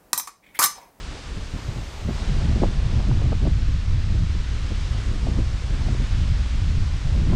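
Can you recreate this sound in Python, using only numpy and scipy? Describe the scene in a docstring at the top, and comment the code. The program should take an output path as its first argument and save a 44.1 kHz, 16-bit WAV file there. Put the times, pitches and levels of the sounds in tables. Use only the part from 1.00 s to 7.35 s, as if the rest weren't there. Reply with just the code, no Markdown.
"""Wind buffeting the one microphone of a small camera, out in a flooded palm marsh.
A gust arrives after a second: eddies on the microphone port make a rolling rumble, a throb,
a faster flutter and a few blunt bumps, their bass peaks held down by the camera's limiter.
Close by, palm fronds and reeds hiss steadily, with a faint, very high shimmer early on;
farther off, a thicket roars softly."""
import sys
import numpy as np
from scipy import signal
from scipy.fft import rfft, irfft, next_fast_len
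from scipy.io import wavfile
from scipy.ndimage import uniform_filter1d, minimum_filter1d, map_coordinates

SR = 44100
rng = np.random.default_rng(int(sys.argv[2]) if len(sys.argv) > 2 else 0)


def dump_mix(stems):
    """Bounce the given channels to the path in sys.argv[1] as a 16-bit WAV at rate SR."""
    frames = np.atleast_2d(stems).T  # one column per channel
    limited = np.clip(frames, -1, 1)  # hard clip at full scale
    pcm = np.round(limited * 32767).astype(np.int16)
    wavfile.write(sys.argv[1], SR, pcm)


N = 280035

# Wind in the far thicket and the near foliage. Each row: time in seconds, level in dB.
THICKET_LEVELS = [(0, -45), (1.05, -45), (1.35, -39.5), (2.25, -45), (2.7, -54), (3.4, -51.5), (3.9, -45.5),
                  (4.8, -45), (5.4, -51.5), (6.03, -50.5), (6.35, -40.5)]
RUSH_LEVELS = [(0, -42.5), (.35, -44.3), (1.07, -45), (1.18, -40), (1.65, -41.5), (1.82, -43), (1.93, -42),
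               (2.4, -43.5), (3.1, -43.5), (3.65, -41.5), (4.03, -41.5), (4.17, -43.5), (4.65, -43),
               (5.05, -40.7), (5.35, -42), (6.35, -42.5)]
# Sizzle of the leaf tips. Each row: time in seconds, level in dB against the rush.
SIZZLE_LEVELS = [(0, -9.5), (.9, -7.5), (1.3, -11), (2.7, -13), (3.4, -13), (4.25, -9), (5.2, -12),
                 (6.35, -11)]
# Tone of the marsh sounds. Each row: frequency in Hz, relative level in dB.
THICKET_SPECTRUM = [(60, -34), (250, 2.5), (480, -1), (800, -3.5), (1200, -7.5), (2000, -19), (4000, -32),
                    (8000, -70)]
RUSH_SPECTRUM = [(60, -13), (300, -3.5), (700, -5.5), (1200, -0.5), (2000, -1), (3500, -2.5), (5000, -6),
                 (6500, -12), (8500, -23), (11000, -46), (14000, -76)]
SIZZLE_SPECTRUM = [(2000, -15), (4500, -1), (6300, -1), (8000, -3), (10000, -12.5), (11700, -23),
                   (13200, -31), (15000, -42)]
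SHIMMER_SPECTRUM = [(10500, -55), (11800, -3), (12800, 0), (14000, -5), (15000, -14)]

# Wind at the microphone. Each row: time in seconds, rumble level in dB before lulls and gusts.
PORT_WIND = [(0, -36), (.33, -31), (.8, -32), (1.02, -31.5), (1.1, -25.5), (1.42, -21), (2.1, -19),
             (3.1, -19.5), (3.58, -23.5), (4.1, -20.5), (4.8, -20.5), (5.75, -20), (6.35, -17.5)]
# The flow leaves the port. Each row: midpoint in seconds, depth in dB, length in seconds.
PORT_LULLS = [(.2, 10.5, 0.129), (0.487, 3, 0.052), (0.618, 10, 0.052), (.93, 6, 0.118), (1.24, 3.5, .1),
              (1.73, 3, 0.078), (2.396, 3, 0.0397), (3.876, 3, 0.056), (4.028, 7.5, .06), (4.195, 5, .06),
              (4.602, 10.5, .1), (5.094, 2, 0.0485), (5.488, 8.5, .05), (5.995, 4.5, .15)]
# Short gusts on the port. Each row: midpoint in seconds, added flutter's level in dB, length in seconds.
PORT_GUSTS = [(0.068, -41.5, 0.035), (0.376, -40, .06), (0.554, -34, .045), (0.705, -40, .04),
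              (0.766, -38, .04), (1.096, -27.5, .05), (1.212, -36, .04), (1.314, -31.5, .07),
              (1.487, -27, .08), (1.613, -23.5, 0.099), (1.97, -32, .16), (2.126, -27, 0.088),
              (2.256, -28.5, .04), (2.328, -26.5, .04), (2.459, -21, .05), (2.603, -36, .04),
              (2.704, -30.5, 0.027), (3.147, -35, .14), (3.358, -32.5, .04), (3.717, -33.5, .035),
              (4.137, -31, .06), (4.296, -28.5, .08), (4.394, -25.5, .035), (4.762, -34.5, .1),
              (4.89, -32, .08), (5.017, -29.5, .04), (5.212, -35.5, .06), (5.387, -39, 0.036),
              (5.54, -37.5, .04), (5.72, -37, .14), (6.196, -30, .1), (6.33, -22, .08)]
# The sharpest eddies. Each row: midpoint in seconds, level in dB, pitch in Hz, half length in cycles.
SHARP_EDDIES = [(1.089, -16.5, 168, 0.37), (1.096, -24.5, 665, 0.27), (1.109, -21.5, 169, .35),
                (1.6203, -14, 474, 0.44), (1.6312, -20, 850, .3), (1.6365, -9.5, 650, 0.28),
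                (1.644, -18, 520, 0.27), (1.657, -21, 480, 0.48), (2.003, -23, 494, 0.27),
                (2.115, -22, 620, 0.16), (2.221, -25.5, 600, 0.16), (2.322, -24, 500, 0.21),
                (2.329, -20, 560, 0.18), (2.455, -22, 480, .34), (2.467, -25.5, 720, 0.16),
                (2.473, -21, 600, .25), (4.271, -22.5, 635, 0.62), (4.391, -24.5, 380, .45),
                (4.887, -27, 680, 0.99), (4.95, -28, 460, 0.26), (6.3334, -20, 530, 0.21)]
# Tone of the air on the port. Each row: frequency in Hz, relative level in dB.
RUMBLE_SPECTRUM = [(8, -30), (20, -1), (36, 0), (65, -1), (100, -8), (135, -21), (200, -45), (500, -99)]
THROB_SPECTRUM = [(50, -29), (85, -7), (110, 0), (140, -4), (180, -16), (300, -41.5), (600, -90)]
FLUTTER_SPECTRUM = [(90, -44), (140, -1), (175, 1.5), (240, -4), (320, -11.5), (420, -20.5), (600, -23.5),
                    (900, -41), (1500, -51), (3000, -91)]
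PUFF_SPECTRUM = [(80, -25), (200, 9.5), (330, 6), (700, -6), (1000, -13.5), (1400, -17), (2000, -26),
                 (4000, -75)]


def amp(db):
    """Decibels to gain."""
    return 10 ** (np.asarray(db) / 20)


def unit(x):
    """Scale to rms 1."""
    return x / np.sqrt(np.mean(x ** 2) + 1e-20)


def curve(rows):
    """(seconds, value) points joined into one value per sample."""
    return np.interp(np.arange(N) / SR, *np.transpose(rows))


def bell(middle_s, length_s):
    """A bell-shaped swell of height 1."""
    return np.exp(-(2 * (np.arange(N) / SR - middle_s) / length_s) ** 2)


def wobble(rate_hz):
    """A smooth random curve, rate_hz knots a second."""
    knots = rng.standard_normal(int(N * rate_hz / SR) + 4)
    return map_coordinates(knots, [np.arange(N) * rate_hz / SR])


def smooth(x, span_s):
    """A rounded running mean."""
    width = max(int(span_s * SR), 1)
    return uniform_filter1d(uniform_filter1d(x, width), width)


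def evened(x, span_s):
    """x with its running rms held near 1."""
    return x / np.sqrt(np.abs(smooth(x ** 2, span_s)) + 1e-6)


def filtered(x, response):
    """x times a response of frequency; mirrored ends keep the edges smooth."""
    margin = SR // 4
    size = next_fast_len(N + 2 * margin)
    spectrum = rfft(np.pad(x, margin, mode="reflect"), size)
    return irfft(spectrum * response(np.fft.rfftfreq(size, 1 / SR)), size)[margin:margin + N]


def coloured(x, spectrum):
    """x through (Hz, dB) points on a log axis, at rms 1."""
    points_hz, db = np.transpose(spectrum)
    return unit(filtered(x, lambda hz: amp(np.interp(np.log(hz + 1), np.log(points_hz), db))))


def rustle(spectrum, patchy_db):
    """Noise with drifting patches of gain, as different fronds catch the wind."""
    bands = signal.stft(rng.standard_normal(N), nperseg=512)[2]
    patches = uniform_filter1d(rng.standard_normal(bands.shape), size=8, axis=0)
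    patches = unit(uniform_filter1d(patches, size=16, axis=1))
    noise = signal.istft(bands * amp(patchy_db * patches), nperseg=512)[1][:N]
    return coloured(noise, spectrum)


def thicket():
    """Far bushes roar softly; distance takes their treble away."""
    return amp(curve(THICKET_LEVELS)) * rustle(THICKET_SPECTRUM, patchy_db=2.0)


def shimmer(level_db=-70, full_s=.65, fade_s=1.16, rise_db_per_s=33, fall_db_per_s=269.5):
    """A thin hiss at the top of hearing swells, holds and dies quickly."""
    t = np.arange(N) / SR
    rise_db = rise_db_per_s * np.minimum(t - full_s, 0)
    fall_db = fall_db_per_s * np.minimum(fade_s - t, 0)
    return amp(level_db + rise_db + fall_db) * coloured(rng.standard_normal(N), SHIMMER_SPECTRUM)


def foliage():
    """Fronds and reeds rush near the microphone; their thin tips add a finer sizzle."""
    rush_db = curve(RUSH_LEVELS)
    rush = amp(rush_db + 0.068 * wobble(rate_hz=12)) * rustle(RUSH_SPECTRUM, patchy_db=0.46)
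    sizzle = amp(rush_db + curve(SIZZLE_LEVELS)) * rustle(SIZZLE_SPECTRUM, patchy_db=.5)
    return rush + sizzle


def turbulence(spectrum, span_s):
    """Pressure noise whose strength stays even over span_s."""
    return evened(coloured(rng.standard_normal(N), spectrum), span_s)


def port_flow(steady_db=-20):
    """Rumble, throb and flutter in dB: all follow the wind and its lulls; gusts lift small eddies most."""
    wind_db = curve(PORT_WIND) - sum(depth * bell(s, length) for s, depth, length in PORT_LULLS)
    throb_db = -31 + 0.95 * (wind_db - steady_db)
    flutter_db = -41 + .6 * (wind_db - steady_db)
    gust_power = sum(amp(db) ** 2 * bell(s, length) for s, db, length in PORT_GUSTS)
    lift_db = 10 * np.log10(1 + gust_power / amp(flutter_db) ** 2)
    return wind_db + 0.19 * lift_db, throb_db + 0.55 * lift_db, flutter_db + lift_db


def weak_eddies(flutter_db, count, db=-34.5, scatter_db=0.5, hz=500, scatter_octaves=0.31, cycles=0.35):
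    """Rows like SHARP_EDDIES at random moments, most often where the flutter is strong."""
    chance = np.cumsum(amp(flutter_db) ** 2)
    draws = (np.arange(count) + rng.random(count)) / count
    times = np.searchsorted(chance / chance[-1], draws) / SR
    return [(s, db + scatter_db * size, hz * 2 ** (scatter_octaves * pitch), cycles)
            for s, (size, pitch) in zip(times, rng.standard_normal((count, 2)))]


def bumps(eddies, tear_db=-11.5, tear_s=0.0034):
    """Each eddy jolts the port for a cycle or two; the more abrupt, the louder its puff of torn air."""
    near = np.arange(-SR // 80, SR // 80)
    jolts, puffs = np.zeros(N), np.zeros(N)
    for (s, db, hz, cycles), phase in zip(eddies, rng.uniform(0, 2 * np.pi, len(eddies))):
        i = np.clip(round(s * SR) + near, 0, N - 1)
        offset_s = i / SR - s
        turns = offset_s * hz
        jolts[i] += amp(db) * np.cos(2 * np.pi * turns + phase) / np.cosh(turns / cycles)
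        puffs[i] += amp(db + tear_db) / (np.pi * cycles) * np.exp(-.5 * (offset_s / tear_s) ** 2)
    return jolts + puffs * turbulence(PUFF_SPECTRUM, span_s=0.0036)


def buffeting(rumble_db, throb_db, flutter_db, bunching_db=4.86, surge_db=1.7, sway_db=1.1):
    """Large eddies roll over the port and break into smaller ones, which ride on their pressure peaks."""
    large = turbulence(RUMBLE_SPECTRUM, span_s=0.055)
    middle = turbulence(THROB_SPECTRUM, span_s=0.026)
    middle *= unit(amp(bunching_db * wobble(rate_hz=35)))
    small = turbulence(FLUTTER_SPECTRUM, span_s=0.044) * (1 + 0.33 * large ** 2)
    small = evened(small, span_s=0.047)  # the peaks bunch the flutter without making it louder
    surge = amp(surge_db * wobble(rate_hz=27))  # the flow falters for all sizes at once
    rumble = amp(rumble_db + sway_db * wobble(rate_hz=22)) * large
    return surge * (rumble + amp(throb_db) * middle + amp(flutter_db) * small)


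def scene():
    """The marsh behind, the wind right on the microphone, in mono."""
    marsh = thicket() + foliage() + shimmer()
    rumble_db, throb_db, flutter_db = port_flow()
    port = buffeting(rumble_db, throb_db, flutter_db)
    port += bumps(list(SHARP_EDDIES) + weak_eddies(flutter_db, count=20))
    return (marsh + port)[None]


def limited(x, ceiling, hold_s):
    """A fast limiter: the gain dips just enough to keep each peak under the ceiling."""
    needed = np.minimum(1, ceiling / (np.abs(x) + 1e-9))
    gain = minimum_filter1d(needed, max(int(hold_s * SR), 1))
    return x * smooth(gain, hold_s / 2)


def record(dry):
    """The camera limits the bass separately and keeps nothing above its band limit."""
    split_hz, top_hz = 300, 15000
    bass = filtered(dry[0], lambda hz: 1 / (1 + (hz / split_hz) ** 4))
    held_bass = limited(bass, ceiling=.27, hold_s=.012)
    return filtered(dry[0] - bass + held_bass, lambda hz: hz < top_hz)[None]


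dry = scene()
out = record(dry)
dump_mix(out)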